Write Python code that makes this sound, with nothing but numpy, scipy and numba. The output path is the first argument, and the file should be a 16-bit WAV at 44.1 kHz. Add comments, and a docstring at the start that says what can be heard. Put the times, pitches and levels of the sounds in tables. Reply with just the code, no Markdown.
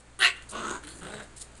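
"""Dogs wrestling indoors

Two dogs on a vinyl floor in a small room, close to a phone: one rasping yip, then two rough growls
with a gasp of air and a low murmur between them. Voices are uneven fold pulses and breath through
gliding resonances; paws and fur scuff as gritty shaped noise; claws tick as short noise bursts.
Shaped hiss and wavering sines make the room tone and mains hum; decaying noise makes the reflections.
"""
import sys
import numpy as np
from scipy import signal
from scipy.fft import rfft, irfft, next_fast_len
from scipy.io import wavfile
from scipy.ndimage import map_coordinates
from numba import njit

SR = 44100
rng = np.random.default_rng(int(sys.argv[2]) if len(sys.argv) > 2 else 0)


def linear_from_db(decibels):
    """Turn decibels (scalar or array-like) into linear amplitude factors; 0 gives 1."""
    return 10 ** (np.asarray(decibels, float) / 20)


def generate_wav(sig):
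    """Save sig (samples, or channels by samples) to the path in sys.argv[1] as 16-bit PCM at SR."""
    pcm = np.round(np.clip(np.atleast_2d(sig).T, -1, 1) * 32767).astype(np.int16)
    wavfile.write(sys.argv[1], SR, pcm)


N = 70560

# Slow swell of hiss and hum. Each row: time in seconds, hiss level in dB; hum follows about the mean.
BACKGROUND_SWELL = [(0, -56), (0.299, -54.5), (.5, -52), (1.0, -51.5), (1.35, -52.5), (1.6, -53)]
# Hiss spectrum. Each row: frequency in Hz, relative density in dB per Hz.
HISS_SPECTRUM = [(15, -1), (25, -1), (50, -12.5), (90, -11), (200, -12), (800, -17), (1600, -18.5),
                 (3500, -26.5), (5500, -26), (8700, -26.5), (10500, -29.5), (12400, -73)]
# Mains hum partials. Each row: frequency in Hz, rms level in dB at the mean swell.
HUM_PARTIALS = [(59.2, -57), (118.4, -63.5)]
# Decay of the walls' answer. Each row: frequency in Hz, T60 in seconds.
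WALL_DECAY = [(200, 0.18), (2000, 0.22), (5000, 0.16), (10000, 0.19)]
# Claw ticks. Each row: time in seconds, nominal level in dB (the noise starts 7.5 dB lower).
CLAW_TICKS = [(0.4225, -36), (0.8296, -43), (0.8886, -33), (1.5535, -40)]
# Paws and fur dragged over the floor. Each row: start in seconds, length in seconds, level in dB.
DRAGS = [(-.02, 0.028, -54.5), (0.354, 0.023, -58), (0.422, 0.019, -58), (0.487, 0.013, -42),
         (0.501, 0.019, -41), (1.36, 0.028, -44.5), (1.395, .012, -44), (1.407, 0.02, -40),
         (1.219, 0.023, -51), (1.511, 0.011, -60), (1.561, 0.025, -55.5)]
# Scuff spectrum. Each row: frequency in Hz, relative density in dB per Hz.
SCUFF_SPECTRUM = [(1180, -19), (2000, -23), (2730, -14), (4220, -5.5), (5310, -1), (6280, -4.5),
                  (8920, 4.5), (10100, 2), (12400, -16.5), (16100, -63), (22000, -120)]

# Calls. Each row: time in seconds, level in dB, mean pitch in Hz.
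YIP_CALL = [(.19, -23, 389.7), (.1925, -41, 387.3), (.205, -31.5, 392), (.209, -25.5, 385.1),
            (.225, -17, 374.8), (.245, -16.5, 362.1), (.262, -16.5, 362.1), (.285, -26, 357),
            (.305, -36.5, 364.5), (.335, -60, 339)]
GROWL_A_CALL = [(0.51, -56, 197.9), (0.53, -39, 203.9), (0.564, -33, 228.6), (0.586, -33, 226.7),
                (0.616, -36.5, 212.4), (0.636, -33.5, 207.4), (0.69, -35.5, 217.6), (0.73, -36.5, 197.7),
                (0.762, -38, 198), (0.797, -51.5, 198.5)]
GASP_CALL = [(.825, -71, 300), (.838, -46, 300), (.85, -50, 300), (.866, -69, 300), (.872, -40.5, 300),
             (.9, -45.5, 300), (.97, -49, 300), (1.005, -51, 300)]
MURMUR_CALL = [(.815, -60, 150), (.85, -50.5, 149.4), (.95, -56.5, 171.9), (1.0, -46.5, 178),
               (1.03, -60, 183)]
GROWL_B_CALL = [(1.0, -70, 174.5), (1.02, -43.5, 180.4), (1.05, -42, 184.4), (1.09, -40.5, 199.8),
                (1.126, -42.5, 203), (1.142, -38.5, 208), (1.156, -42.5, 214.5), (1.204, -41, 211.3),
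                (1.27, -59, 186.3)]
# Throat and mouth resonances, gliding over the call. Each row: start in Hz, end in Hz, width in Hz,
# relative start level in dB, relative end level in dB.
YIP_RESONANCES = [(300, 350, 270, -0.5, -53), (383, 445, 92, -48.5, -4), (727, 680, 33, -19, -14),
                  (1240, 1047, 55, -10.5, -14), (1240, 1490, 153, -2.5, -9.5), (1270, 2392, 118, 3.5, -3),
                  (1860, 2170, 104, -6.5, 1.5), (3010, 2595, 170, -5.5, -0.5),
                  (3300, 3250, 170, -11, -10.5), (3760, 4230, 376, -11.5, -11),
                  (5540, 8320, 490, -54, -7.5), (9030, 10800, 590, 0.5, -41.5)]
GROWL_A_RESONANCES = [(197, 180, 250, -3, -11.5), (410, 307, 127, -2, 4.5), (633, 610, 75, -0.5, -17.5),
                      (1100, 990, 170, -5.5, 1.5), (1034, 1590, 100, 2.5, 4.5), (1410, 1660, 59, 1, -7.5),
                      (2770, 2900, 330, -6, -26.5), (3720, 3540, 600, -14, -18.5),
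                      (4600, 4600, 510, -39, -36), (6300, 6900, 600, -22, -6), (8200, 8350, 750, -24, -14)]
GASP_RESONANCES = [(1424, 1760, 280, 6.5, -22), (2995, 3800, 770, -4, -13.5), (3980, 4700, 330, -3, -9),
                   (8300, 7000, 740, -10, -4), (9750, 9270, 810, -4, 0.5)]
MURMUR_RESONANCES = [(149, 280, 120, -2.5, -0.5), (300, 330, 91, 4, 1)]
GROWL_B_RESONANCES = [(179, 120, 106, 3, -3), (420, 470, 140, -1, -1.5), (627, 670, 150, -5, -4),
                      (1425, 1640, 230, -4.5, -3.5), (3020, 2900, 500, -10, -19.5),
                      (3840, 3830, 260, -15, -9), (8930, 7600, 1200, -14, -21)]
# Throat catches and slaps open. Each row: time in seconds, boost in dB before scaling per resonance.
THROAT_CATCHES = [(.6, 6), (.6145, 8), (.6808, 15), (.6942, 13), (.7045, 7), (.7102, 14), (1.145, 6),
                  (1.202, 3)]
# Unruly folds. Each row: nominal breath share, pitch jitter share, pulse scatter in dB,
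# flutter rate in Hz, nominal flutter depth in dB.
YIP_FOLDS = (.33, .04, 1.5, 130, 6)
GROWL_FOLDS = (.62, .05, 1.8, 68, 4.5)
GASP_FOLDS = (.9, .2, 3, 60, 3)
GRUMBLE_FOLDS = (.58, .04, 1.2, 55, 6.5)


def unit(x):
    """Scaled to rms 1."""
    return x / np.sqrt(np.mean(x ** 2) + 1e-20)


def wobble(knots_per_s):
    """Smooth random curve through normal-distributed knots."""
    return map_coordinates(rng.standard_normal(1000), [np.arange(N) * knots_per_s / SR])


def coloured(x, spectrum):
    """x filtered through (Hz, dB) points on a log-frequency axis, rms 1."""
    size = next_fast_len(len(x) + 8192)
    hz, db = np.transpose(spectrum)
    bins_hz = np.fft.rfftfreq(size, 1 / SR)
    gain = linear_from_db(np.interp(np.log(bins_hz + 1), np.log(hz + 1), db))
    return unit(irfft(rfft(x, size) * gain, size)[:len(x)])


def background():
    """Shaped room hiss plus mains partials of wavering level, swelling together."""
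    hum_waver_db = 0.5
    t = np.arange(N) / SR
    s, db = np.transpose(BACKGROUND_SWELL)
    swell_db = np.interp(t, s, db)
    hum = 0
    for hz, rms_db in HUM_PARTIALS:
        level = np.sqrt(2) * linear_from_db(rms_db + hum_waver_db * wobble(8.7))
        hum = hum + level * np.sin(2 * np.pi * (hz * t + rng.random()))
    hiss = coloured(rng.standard_normal(N), HISS_SPECTRUM)
    return linear_from_db(swell_db) * hiss + linear_from_db(swell_db - db.mean()) * hum


def room(x):
    """Wall reflections: delayed noise whose frequencies each die at their own speed."""
    wall_delay_s = .006
    hz, t, bins = signal.stft(rng.standard_normal(SR // 2), SR, nperseg=256)
    decay_hz, t60_s = np.transpose(WALL_DECAY)
    decay = linear_from_db(-60 * t / np.interp(hz, decay_hz, t60_s)[:, None])
    tail = signal.istft(bins * decay, SR, nperseg=256)[1]
    delayed = np.pad(x, (round(wall_delay_s * SR), 0))
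    return signal.fftconvolve(delayed, tail / np.linalg.norm(tail))[:N]


def doorway_echo(x):
    """Dull late answer from beyond the doorway: reflections delayed and low-passed."""
    delay_s, top_hz = .115, 3300
    delayed = np.pad(room(x), (round(delay_s * SR), 0))[:N]
    return signal.lfilter(*signal.butter(2, top_hz, fs=SR), delayed)


def claws():
    """Tiny dry ticks on the vinyl: decaying coloured noise."""
    t60_s = 0.019
    spectrum = [(500, -38), (3000, -4), (9000, 0.0), (12000, -19)]
    out, t = np.zeros(N), np.arange(1000) / SR
    for s, db in CLAW_TICKS:
        tick = coloured(rng.standard_normal(len(t)), spectrum)
        out[round(s * SR):][:len(t)] += linear_from_db(db - 7.5 - 60 * t / t60_s) * tick
    return out


def scuffs():
    """Friction of paws and fur: sparse grit in hiss, with quick rise, hold and fall per drag."""
    rise_s, fall_s, grit_per_s, grit_db = 0.0065, 0.0039, 3500, -1.5
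    t = np.arange(N) / SR
    stroke = 0
    for s, length_s, db in DRAGS:
        rise = np.clip((t - s) / rise_s, 0, 1)
        fall = np.exp(-np.clip(t - s - length_s, 0, None) / fall_s)
        stroke = stroke + linear_from_db(db) * rise * fall
    grains = rng.random(N) < grit_per_s / SR
    grit = grains * linear_from_db(grit_db * rng.exponential(1, N)) * rng.standard_normal(N)
    unevenness = linear_from_db(1.6 * wobble(180))
    scrape = coloured(unit(grit) + rng.standard_normal(N), SCUFF_SPECTRUM)
    return stroke * unevenness * scrape


@njit
def resonate(x, turn, radius):
    """Band-pass resonance of peak gain about 1 whose centre moves sample by sample."""
    y = np.zeros(len(x))
    for i in range(2, len(x)):
        drive = (1 - radius) * (x[i] - x[i - 2])
        y[i] = drive + 2 * radius * np.cos(turn[i]) * y[i - 1] - radius * radius * y[i - 2]
    return y


def throat_flutter(rate_hz, depth_db):
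    """Level in dB of a throat that slaps open and sags shut, with extra catches."""
    catch_s = .004
    t = np.arange(N) / SR
    phase = np.cumsum(rate_hz * (1 + .18 * wobble(25))) / SR % 1
    flutter_db = depth_db * (1 - 2 * phase)
    for when, boost_db in THROAT_CATCHES:
        flutter_db = flutter_db + boost_db * (t > when) * np.exp(-((t - when) / catch_s) ** 2)
    return flutter_db


def voice(call, mouth, folds, opening=1.0):
    """Uneven vocal-fold pulses and breath gated once a cycle, through gliding resonances."""
    breathy_above_hz, steady_below_hz, patchy_db = 3500, 250, 1.8
    s, db, hz = np.transpose(call)
    noisy, jitter, scatter_db, flutter_hz, flutter_depth_db = folds
    t = np.arange(N) / SR
    cycles = np.cumsum(np.interp(t, s, hz) * (1 + jitter * wobble(150))) / SR
    flutter_db = throat_flutter(flutter_hz, flutter_depth_db)
    pulse_size = linear_from_db(scatter_db * rng.standard_normal(N)[cycles.astype(int)])
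    pulses = unit(np.diff(np.floor(cycles), prepend=0) * pulse_size)
    puff = .8 + np.exp(-3 * (cycles % 1))
    glide = np.interp(t, s[[0, -1]], [0, 1]) ** opening
    out = 0
    for k, (start_hz, end_hz, width_hz, start_db, end_db) in enumerate(mouth):
        breath = unit(rng.standard_normal(N) * puff)
        # low resonances clearer and steadier, high ones mostly breath
        unsteady = start_hz / (start_hz + steady_below_hz)
        clear = (1 - noisy * np.sqrt(unsteady)) / (1 + (start_hz / breathy_above_hz) ** 2)
        # breath rattles most; each resonance also comes and goes by itself
        rattle_db = (2 - clear) / 2 * flutter_db + patchy_db * wobble(39.7)
        source = np.sqrt(clear) * pulses + np.sqrt(1 - clear) * breath
        source = source * linear_from_db(unsteady * rattle_db)
        turn = 2 * np.pi * (start_hz + (end_hz - start_hz) * glide) / SR
        ring = resonate(source, turn, np.exp(-np.pi * abs(width_hz) / SR))
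        out = out + (-1) ** k * linear_from_db(start_db + (end_db - start_db) * glide) * ring
    during = (t > s[0]) & (t < s[-1])
    edges = np.clip(np.minimum(t - s[0], s[-1] - t) / .002, 0, 1)
    return out / np.std(out[during]) * linear_from_db(np.interp(t, s, db)) * edges


def scene():
    """Dogs and floor with room reflections and doorway echo, over the background."""
    room_db, echo_db = -9, -27
    parts = [voice(YIP_CALL, YIP_RESONANCES, YIP_FOLDS, opening=0.61),
             voice(GROWL_A_CALL, GROWL_A_RESONANCES, GROWL_FOLDS),
             voice(GASP_CALL, GASP_RESONANCES, GASP_FOLDS),
             voice(GROWL_B_CALL, GROWL_B_RESONANCES, GRUMBLE_FOLDS),
             voice(MURMUR_CALL, MURMUR_RESONANCES, GRUMBLE_FOLDS),
             scuffs() + claws()]
    late = doorway_echo(sum(parts))
    near = sum(part + linear_from_db(room_db) * room(part) for part in parts)
    mix = near + linear_from_db(echo_db) * late + background()
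    return mix[None]


def roll_off(x):
    """The treble ends steeply here."""
    return signal.sosfilt(signal.butter(12, 12530, fs=SR, output="sos"), x)


def record(dry):
    """Phone microphone: its port cancels part of a band, its treble rolls off steeply."""
    port_hz, port_width_hz, port_db, top_hz = 5500, 750, -6, 9860
    size = next_fast_len(N + 8192)
    hz = np.fft.rfftfreq(size, 1 / SR)
    port_dip = linear_from_db(port_db * np.exp(-((hz - port_hz) / port_width_hz) ** 2))
    rolloff = 1 / np.sqrt(1 + (hz / top_hz) ** 18)
    mix = irfft(rfft(dry, size) * port_dip * rolloff, size)[:, :N]
    return roll_off(mix)


dry = scene()
out = record(dry)
generate_wav(out)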